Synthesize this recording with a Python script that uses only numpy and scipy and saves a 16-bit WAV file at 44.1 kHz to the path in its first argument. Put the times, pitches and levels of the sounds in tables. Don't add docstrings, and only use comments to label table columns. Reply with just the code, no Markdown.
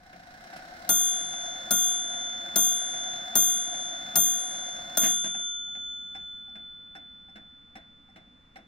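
import sys
import numpy as np
from scipy import signal
from scipy.fft import rfft, irfft
from scipy.io import wavfile

SR = 44100
rng = np.random.default_rng(int(sys.argv[2]) if len(sys.argv) > 2 else 0)


def dump(signal):
    limited = np.clip(np.atleast_2d(signal).T, -1, 1)
    pcm = np.round(limited * 32767).astype(np.int16)
    wavfile.write(sys.argv[1], SR, pcm)


N = 382345
PENDULUM_PERIOD_S, ROOM_T60_S = 0.803, 0.45


def amp(db):
    return 10 ** (np.asarray(db) / 20)


def decay(t, t60_s):
    return 1e-3 ** (t / t60_s)


def lookup(table, hz):
    table_hz, values = np.transpose(table)
    return np.interp(np.log(hz + 1), np.log(table_hz + 1), values)


def add(mix, start_s, sound):
    part = mix[:, max(round(start_s * SR), 0):][:, :sound.shape[1]]
    part += sound[:, :part.shape[1]]


# (frequency [Hz], left minus right [dB])
BALANCE = [(100, 1), (200, -1), (380, -2), (700, 5), (1290, -3), (2380, -3), (4400, 3), (15000, 5.5)]

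def pan_db(hz):
    return np.outer([0.5, -0.5], lookup(BALANCE, hz))


# (frequency [Hz], width [Hz], lift [dB])
CASE_RESONANCES = [(160, 22, 10.5), (225.5, 61, 11), (262, 14, 0), (320, 100, 9.5), (546, 98, 11),
                   (689.3, 117, 16), (744, 64, 12.5), (825, 40, 9), (1050, 10, 10), (1459, 53, 8),
                   (1613, 484, 14.5), (1840, 90, 2.5), (2101, 100, 13), (3980, 400, 5.5), (5500, 420, 7.5),
                   (7700, 810, -1.5), (11300, 510, -6)]
# (frequency [Hz], left-right correlation [ratio])
CLOCK_CORRELATION = [(60, 1), (280, 1), (640, 0.75), (1400, 0.51), (3000, 0.23), (15000, 0.2)]

def noise_spectrum(spectrum, case_share, size, correlation=CLOCK_CORRELATION, ripple_db=3, ripple_hz=14):
    hz = np.fft.rfftfreq(size, 1 / SR)
    left, independent = rfft(rng.standard_normal((2, size))) * np.sqrt(SR / 2)
    shared = lookup(correlation, hz)
    right = shared * left + np.sqrt(1 - shared ** 2) * independent
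    lift_db = sum(db / (1 + (2 * (hz - centre) / width) ** 2) for centre, width, db in CASE_RESONANCES)
    ripple = np.interp(hz / ripple_hz, np.arange(len(hz)), rng.standard_normal(len(hz)))
    level_db = lookup(spectrum, hz) + case_share * lift_db + ripple_db * ripple + pan_db(hz)
    return hz, np.array([left, right]) * amp(level_db)


# (frequency [Hz], density [dB re 1/Hz])
AIR_SPECTRUM = [(20, -83.5), (60, -82.5), (120, -91.5), (250, -85), (380, -102), (520, -98.5), (800, -102),
                (1250, -101), (2000, -103), (3000, -110), (6000, -119), (9000, -130), (15500, -137)]
# (frequency [Hz], left-right correlation [ratio])
AIR_CORRELATION = [(60, 0.92), (280, 0.94), (640, 0.35), (1400, 0), (15000, 0)]

def room_air():
    _, noise = noise_spectrum(AIR_SPECTRUM, case_share=0, size=N, correlation=AIR_CORRELATION)
    return irfft(noise, N)


# (time [s], speed [teeth/s])
TRAIN_SPEED = [(0, 33.4), (.25, 26.8), (.45, 31.9), (1.1, 39.9), (1.6, 40.2), (2.3, 35.3), (2.7, 40.6),
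               (3.4, 41.1), (3.85, 38.4), (4.3, 40.8), (4.95, 37.3)]

def train_motion(release_s=-0.06, spin_up_s=0.26, lock_s=5.13, coast_s=0.27, coast_db=-15, stop_s=0.04):
    t = np.arange(N) / SR
    speed = np.interp(t, *np.transpose(TRAIN_SPEED))
    speed_gain = amp(8.5 * np.log2(speed / 40))
    spin_up = 1 - np.exp(-(t - release_s) / spin_up_s)
    running, coasting = (np.exp(-np.maximum(t - end, 0) / stop_s) for end in (lock_s, lock_s + coast_s))
    return np.cumsum(speed) / SR, speed_gain * spin_up * np.maximum(running, amp(coast_db) * coasting)


# (frequency [Hz], density [dB re 1/Hz])
WHIRR_SPECTRUM = [(50, -112), (120, -97.5), (200, -90), (450, -96), (1000, -89.5), (2000, -92), (2800, -93),
                  (4500, -93), (6500, -99), (10000, -105), (15500, -109)]

def train_whirr(teeth, gain, chatter_share=0.36, tooth_spread_db=2.6, split_hz=2400):
    grain_db = 3 * np.interp(np.arange(N) / SR * 500, np.arange(N), rng.standard_normal(N))
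    tooth_phase = teeth % 1
    contact = np.exp(-tooth_phase / 0.26) * (1 - np.exp(-tooth_phase / 0.08))
    chatter = contact * amp(tooth_spread_db * rng.standard_normal(N)[teeth.astype(int)] + grain_db)
    chatter_power = chatter ** 2 / np.mean(chatter ** 2)
    hz, noise = noise_spectrum(WHIRR_SPECTRUM, case_share=1, size=N)
    low = 1 / (1 + (hz / split_hz) ** 4)
    out = np.zeros((2, N))
    for band, share in ((low, 0.33 * chatter_share), (1 - low, chatter_share)):
        out += irfft(noise * band, N) * np.sqrt(1 - share + share * chatter_power)
    return out * gain


def blow(spectrum, t60s, rise_s, case_share, room_db, room_t60_s=ROOM_T60_S, size=24000):
    hz, noise = noise_spectrum(spectrum, case_share, size)
    t, out = np.arange(size) / SR, np.zeros((2, size))
    centres_hz = np.geomspace(125, 16000, 8)
    for centre_hz, weights in zip(centres_hz, np.eye(len(centres_hz))):
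        band = irfft(noise * np.interp(np.log(hz + 1), np.log(centres_hz), weights))
        direct = decay(t, lookup(t60s, centre_hz))
        reverb = amp(room_db) * decay(t, room_t60_s / (1 + centre_hz / 12000))
        attack = 1 - np.exp(-t / (rise_s + 1 / centre_hz))
        out += band * np.hypot(direct, reverb) * attack
    return out


# (frequency [Hz], t60 [s])
TOOTH_DECAY = [(200, 0.035), (1500, 0.043), (4000, 0.1), (14000, 0.058)]

def loose_teeth(teeth, gain, count=36, settle_s=0.51, fade_db_per_s=15):
    out = np.zeros((2, N))
    for sample in np.flatnonzero(np.diff(np.floor(teeth)))[:count]:
        start_s = sample / SR
        db = 6 - fade_db_per_s * max(start_s - settle_s, 0) + rng.uniform(-1, 1)
        rattle = blow(WHIRR_SPECTRUM, TOOTH_DECAY, rise_s=0.003, case_share=0.99,
                      room_db=-27, room_t60_s=0.27, size=6000)
        add(out, start_s, gain[sample] * amp(db) * rattle)
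    return out


# (frequency [Hz], level [dB], t60 [s])
PANEL_MODES = [(176.6, -47, 0.61), (214.7, -37.5, 0.22), (270, -50.5, .25), (327, -43.5, .2),
               (642, -35.5, 0.17), (665, -36, 0.12), (836, -47.5, 0.27), (1057, -47, 0.28)]

def case_ring(hardness_hz, rise_s=0.0021, size=22000):
    t, out = np.arange(size) / SR, np.zeros((2, size))
    for hz, db, t60_s in PANEL_MODES:
        gain = amp(db + pan_db(hz)) / (1 + (hz / hardness_hz) ** 2)
        out += gain * np.sin(2 * np.pi * (hz * t + rng.random())) * decay(t, t60_s)
    return out * (1 - np.exp(-t / rise_s))


# (time in swing [s], click [dB], brass ring [dB], case thud [dB])
SWING_BEATS = [(0, -0.5, -0.3, -16), (0.332, -22.5, -12.5, -24.5), (0.405, -3, -18, -10.5)]
# (frequency [Hz], density [dB re 1/Hz])
CLICK_SPECTRUM = [(50, -115), (200, -88.5), (450, -92), (800, -91.5), (1200, -90), (2500, -81.5),
                  (4500, -96), (6500, -100), (10000, -107), (15500, -113)]
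# (frequency [Hz], t60 [s])
CLICK_DECAY = [(200, 0.38), (700, 0.25), (2000, 0.098), (5000, 0.097), (14000, 0.13)]
# (frequency [Hz], level [dB], t60 [s], delay [s])
BRASS_MODES = [(775, -38.5, 0.087, .001), (1710, -46.5, 0.055, .002), (2030, -46.5, 0.088, .009),
               (5475, -51, 0.055, 0.011), (7490, -62, .03, .001), (8550, -59, .04, .010),
               (10900, -63, 0.026, .009)]

def escapement(first_tick_s=0.527, force_spread_db=1.1):
    t, out = np.arange(SR // 5) / SR, np.zeros((2, N))
    brass_attack = 1 - np.exp(-t / 0.0028)
    swings_s = np.arange(first_tick_s - PENDULUM_PERIOD_S, N / SR, PENDULUM_PERIOD_S)
    beats = [(swing_s + offset_s, *levels) for swing_s in swings_s for offset_s, *levels in SWING_BEATS
             if 0 < swing_s + offset_s < N / SR]
    for start_s, click_db, ring_db, thud_db in beats:
        force = amp(force_spread_db * rng.standard_normal())
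        click = blow(CLICK_SPECTRUM, CLICK_DECAY, rise_s=0.00089, case_share=0.811, room_db=-11)
        add(out, start_s, force * amp(click_db) * click)
        add(out, start_s, force * amp(thud_db) * case_ring(hardness_hz=450))
        for hz, mode_db, t60_s, delay_s in BRASS_MODES:
            gain = amp(mode_db + ring_db + rng.standard_normal() + pan_db(hz))
            ring = np.sin(2 * np.pi * hz * t) * decay(t, t60_s) * brass_attack
            add(out, start_s + delay_s, force * gain * ring)
    return out


# (time [s], level [dB], rise [s], case thump re level [dB])
MECHANISM_CLACKS = [(0.560, -13, .002, 1), (1.130, -17, 0.0019, 0), (1.184, -17.5, .002, 0),
                    (5.013, -5, .004, 0.5), (5.031, 2.5, 0.0019, 1), (5.046, -6.5, 0.0012, 2),
                    (5.101, -24, 0.0027, 1), (5.171, -19, 0.0009, -6), (5.241, -7, 0.0012, 6),
                    (5.392, -20, .003, 5.5)]
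# (frequency [Hz], density [dB re 1/Hz])
CLACK_SPECTRUM = [(50, -105), (130, -83), (250, -71.5), (500, -75), (750, -77.5), (1500, -72.5),
                  (2800, -71.5), (4500, -78.5), (7500, -79), (11000, -79), (15500, -92)]
# (frequency [Hz], t60 [s])
CLACK_DECAY = [(150, 0.39), (700, 0.12), (2500, 0.29), (14000, 0.076)]

def mechanism_clacks():
    out = np.zeros((2, N))
    for start_s, db, rise_s, thump_db in MECHANISM_CLACKS:
        clack = blow(CLACK_SPECTRUM, CLACK_DECAY, rise_s, case_share=0.67, room_db=-17)
        add(out, start_s, amp(db) * clack)
        add(out, start_s, amp(db + thump_db) * case_ring(hardness_hz=1494))
    return out


# (time [s], knock [dB], bell ring [dB], tilt above prime [dB/octave], twin partial [dB])
HAMMER_STROKES = [(0.8906, 2, -1.96, 4, -0.5), (1.7070, 1.7, 0.1, 0.64, -2), (2.5580, 3, -1.14, 2, 4.5),
                  (3.3535, 3, -2, 3.5, 6.5), (4.1557, 3, -3.5, 4.4, 1), (4.9710, 2, 0.68, -0.8, -1.5)]
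# (frequency [Hz], density [dB re 1/Hz])
KNOCK_SPECTRUM = [(50, -100), (130, -66), (220, -66), (480, -70.5), (750, -70), (1200, -73.5),
                  (2500, -75.5), (4500, -64.5), (7500, -63), (11000, -68), (15500, -70.5)]
# (frequency [Hz], t60 [s])
KNOCK_DECAY = [(150, .25), (400, 0.14), (800, 0.2), (2000, 0.14), (5000, 0.017), (14000, 0.052)]

def hammer():
    out = np.zeros((2, N))
    for start_s, db, *_ in HAMMER_STROKES:
        knock = blow(KNOCK_SPECTRUM, KNOCK_DECAY, rise_s=0.0005, case_share=0.4, room_db=-27)
        add(out, start_s, amp(db) * knock)
        add(out, start_s, amp(db) * case_ring(hardness_hz=2990))
    return out


# (frequency [Hz], left [dB], right [dB], t60 [s], left phase lead [rad], pendulum sway [dB])
BELL_MODES = [(1408.5, -53, -51, 8, -2.8, 0), (1426, -52, -44.3, 7.5, .9, .5), (1429, -29, -29, .26, .5, 0),
              (3493.1, -26.6, -27, 6.2, -.2, 1.0), (3564.2, -42, -49, 6, -.15, .8),
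              (6264.6, -32, -38.5, 1.5, 1.8, 1), (6359.8, -18.2, -20.2, 1.55, 2.15, 2.4),
              (6988, -66, -68, 3, 0, 0), (9487, -43, -48, .55, 0, 0), (9568, -38, -43, .6, 0, 0),
              (9648, -29.5, -38, 1, 1.1, 2), (9655, -18, -25, .15, 0, 0),
              (9699.5, -22, -39.5, .96, -2.2, 1), (9851, -48, -54, .6, 0, 0),
              (12718, -43.5, -48.5, .65, -2.8, 1), (13542, -18.5, -23, .35, -.9, 3),
              (13640, -32, -34, .17, 1.5, 0)]

def bell_partials(t, start_s, ring_db, tilt_db, twin_db, prime_hz=3493.1, twin_hz=3564.2):
    sway = np.cos(2 * np.pi * 2 * (start_s + t - 1.071) / PENDULUM_PERIOD_S)
    ring = np.zeros((2, len(t)))
    for hz, left_db, right_db, t60_s, lead_rad, sway_db in BELL_MODES:
        stroke_db = ring_db + tilt_db * max(np.log2(hz / prime_hz), 0) + twin_db * (hz == twin_hz)
        phase = 2 * np.pi * (hz * t + rng.random())
        waver = np.array([np.interp(20 * t, np.arange(128), ear) for ear in rng.standard_normal((2, 128))])
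        waver_db = 0.45 * hz / prime_hz * waver
        envelope = amp(stroke_db + sway_db * sway + waver_db) * decay(t, t60_s)
        left, right = amp(left_db) * np.sin(phase + lead_rad), amp(right_db) * np.sin(phase)
        ring += envelope * np.array([left, right])
    return ring


def bell(attack_s=0.0016, swell_share=0.15, swell_s=0.06, onset_s=0.0033, scatter_db=-7):
    out, onsets = np.zeros((2, N)), np.zeros((2, N))
    ends_s = [stroke[0] for stroke in HAMMER_STROKES[1:]] + [N / SR + 1]
    for (start_s, _, ring_db, tilt_db, twin_db), end_s in zip(HAMMER_STROKES, ends_s):
        t = np.arange(round((end_s - start_s + 0.0174) * SR)) / SR
        attack = 1 - np.exp(-(t / attack_s) ** 2)
        room_swell = 1 - swell_share * np.exp(-t / swell_s)
        release = np.exp(-np.maximum(start_s + t - end_s, 0) / 0.009)
        ring = bell_partials(t, start_s, ring_db, tilt_db, twin_db) * attack * room_swell * release
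        add(out, start_s, ring)
        add(onsets, start_s, ring * np.exp(-t / onset_s))
    return out + amp(scatter_db) * reflections(onsets)


def reflections(sound, size=20000):
    tail = rng.standard_normal((2, size)) * decay(np.arange(size) / SR, ROOM_T60_S)
    return signal.oaconvolve(sound, tail / np.linalg.norm(tail[0]), axes=1)[:, :sound.shape[1]]


def scene(right_delay_s=0.00026):
    air = room_air()
    teeth, gain = train_motion()
    impacts = hammer() + mechanism_clacks() + escapement()
    left, right = impacts + loose_teeth(teeth, gain) + train_whirr(teeth, gain)
    delayed_right = np.pad(right, (round(right_delay_s * SR), 0))[:N]
    return air + np.array([left, delayed_right]) + bell()


def record(dry, cutoff_hz=16100):
    lowpass = signal.firwin(255, cutoff_hz, window=("kaiser", 9), fs=SR)
    return signal.oaconvolve(dry, lowpass[None], "same", axes=1)


dry = scene()
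out = record(dry)
dump(out)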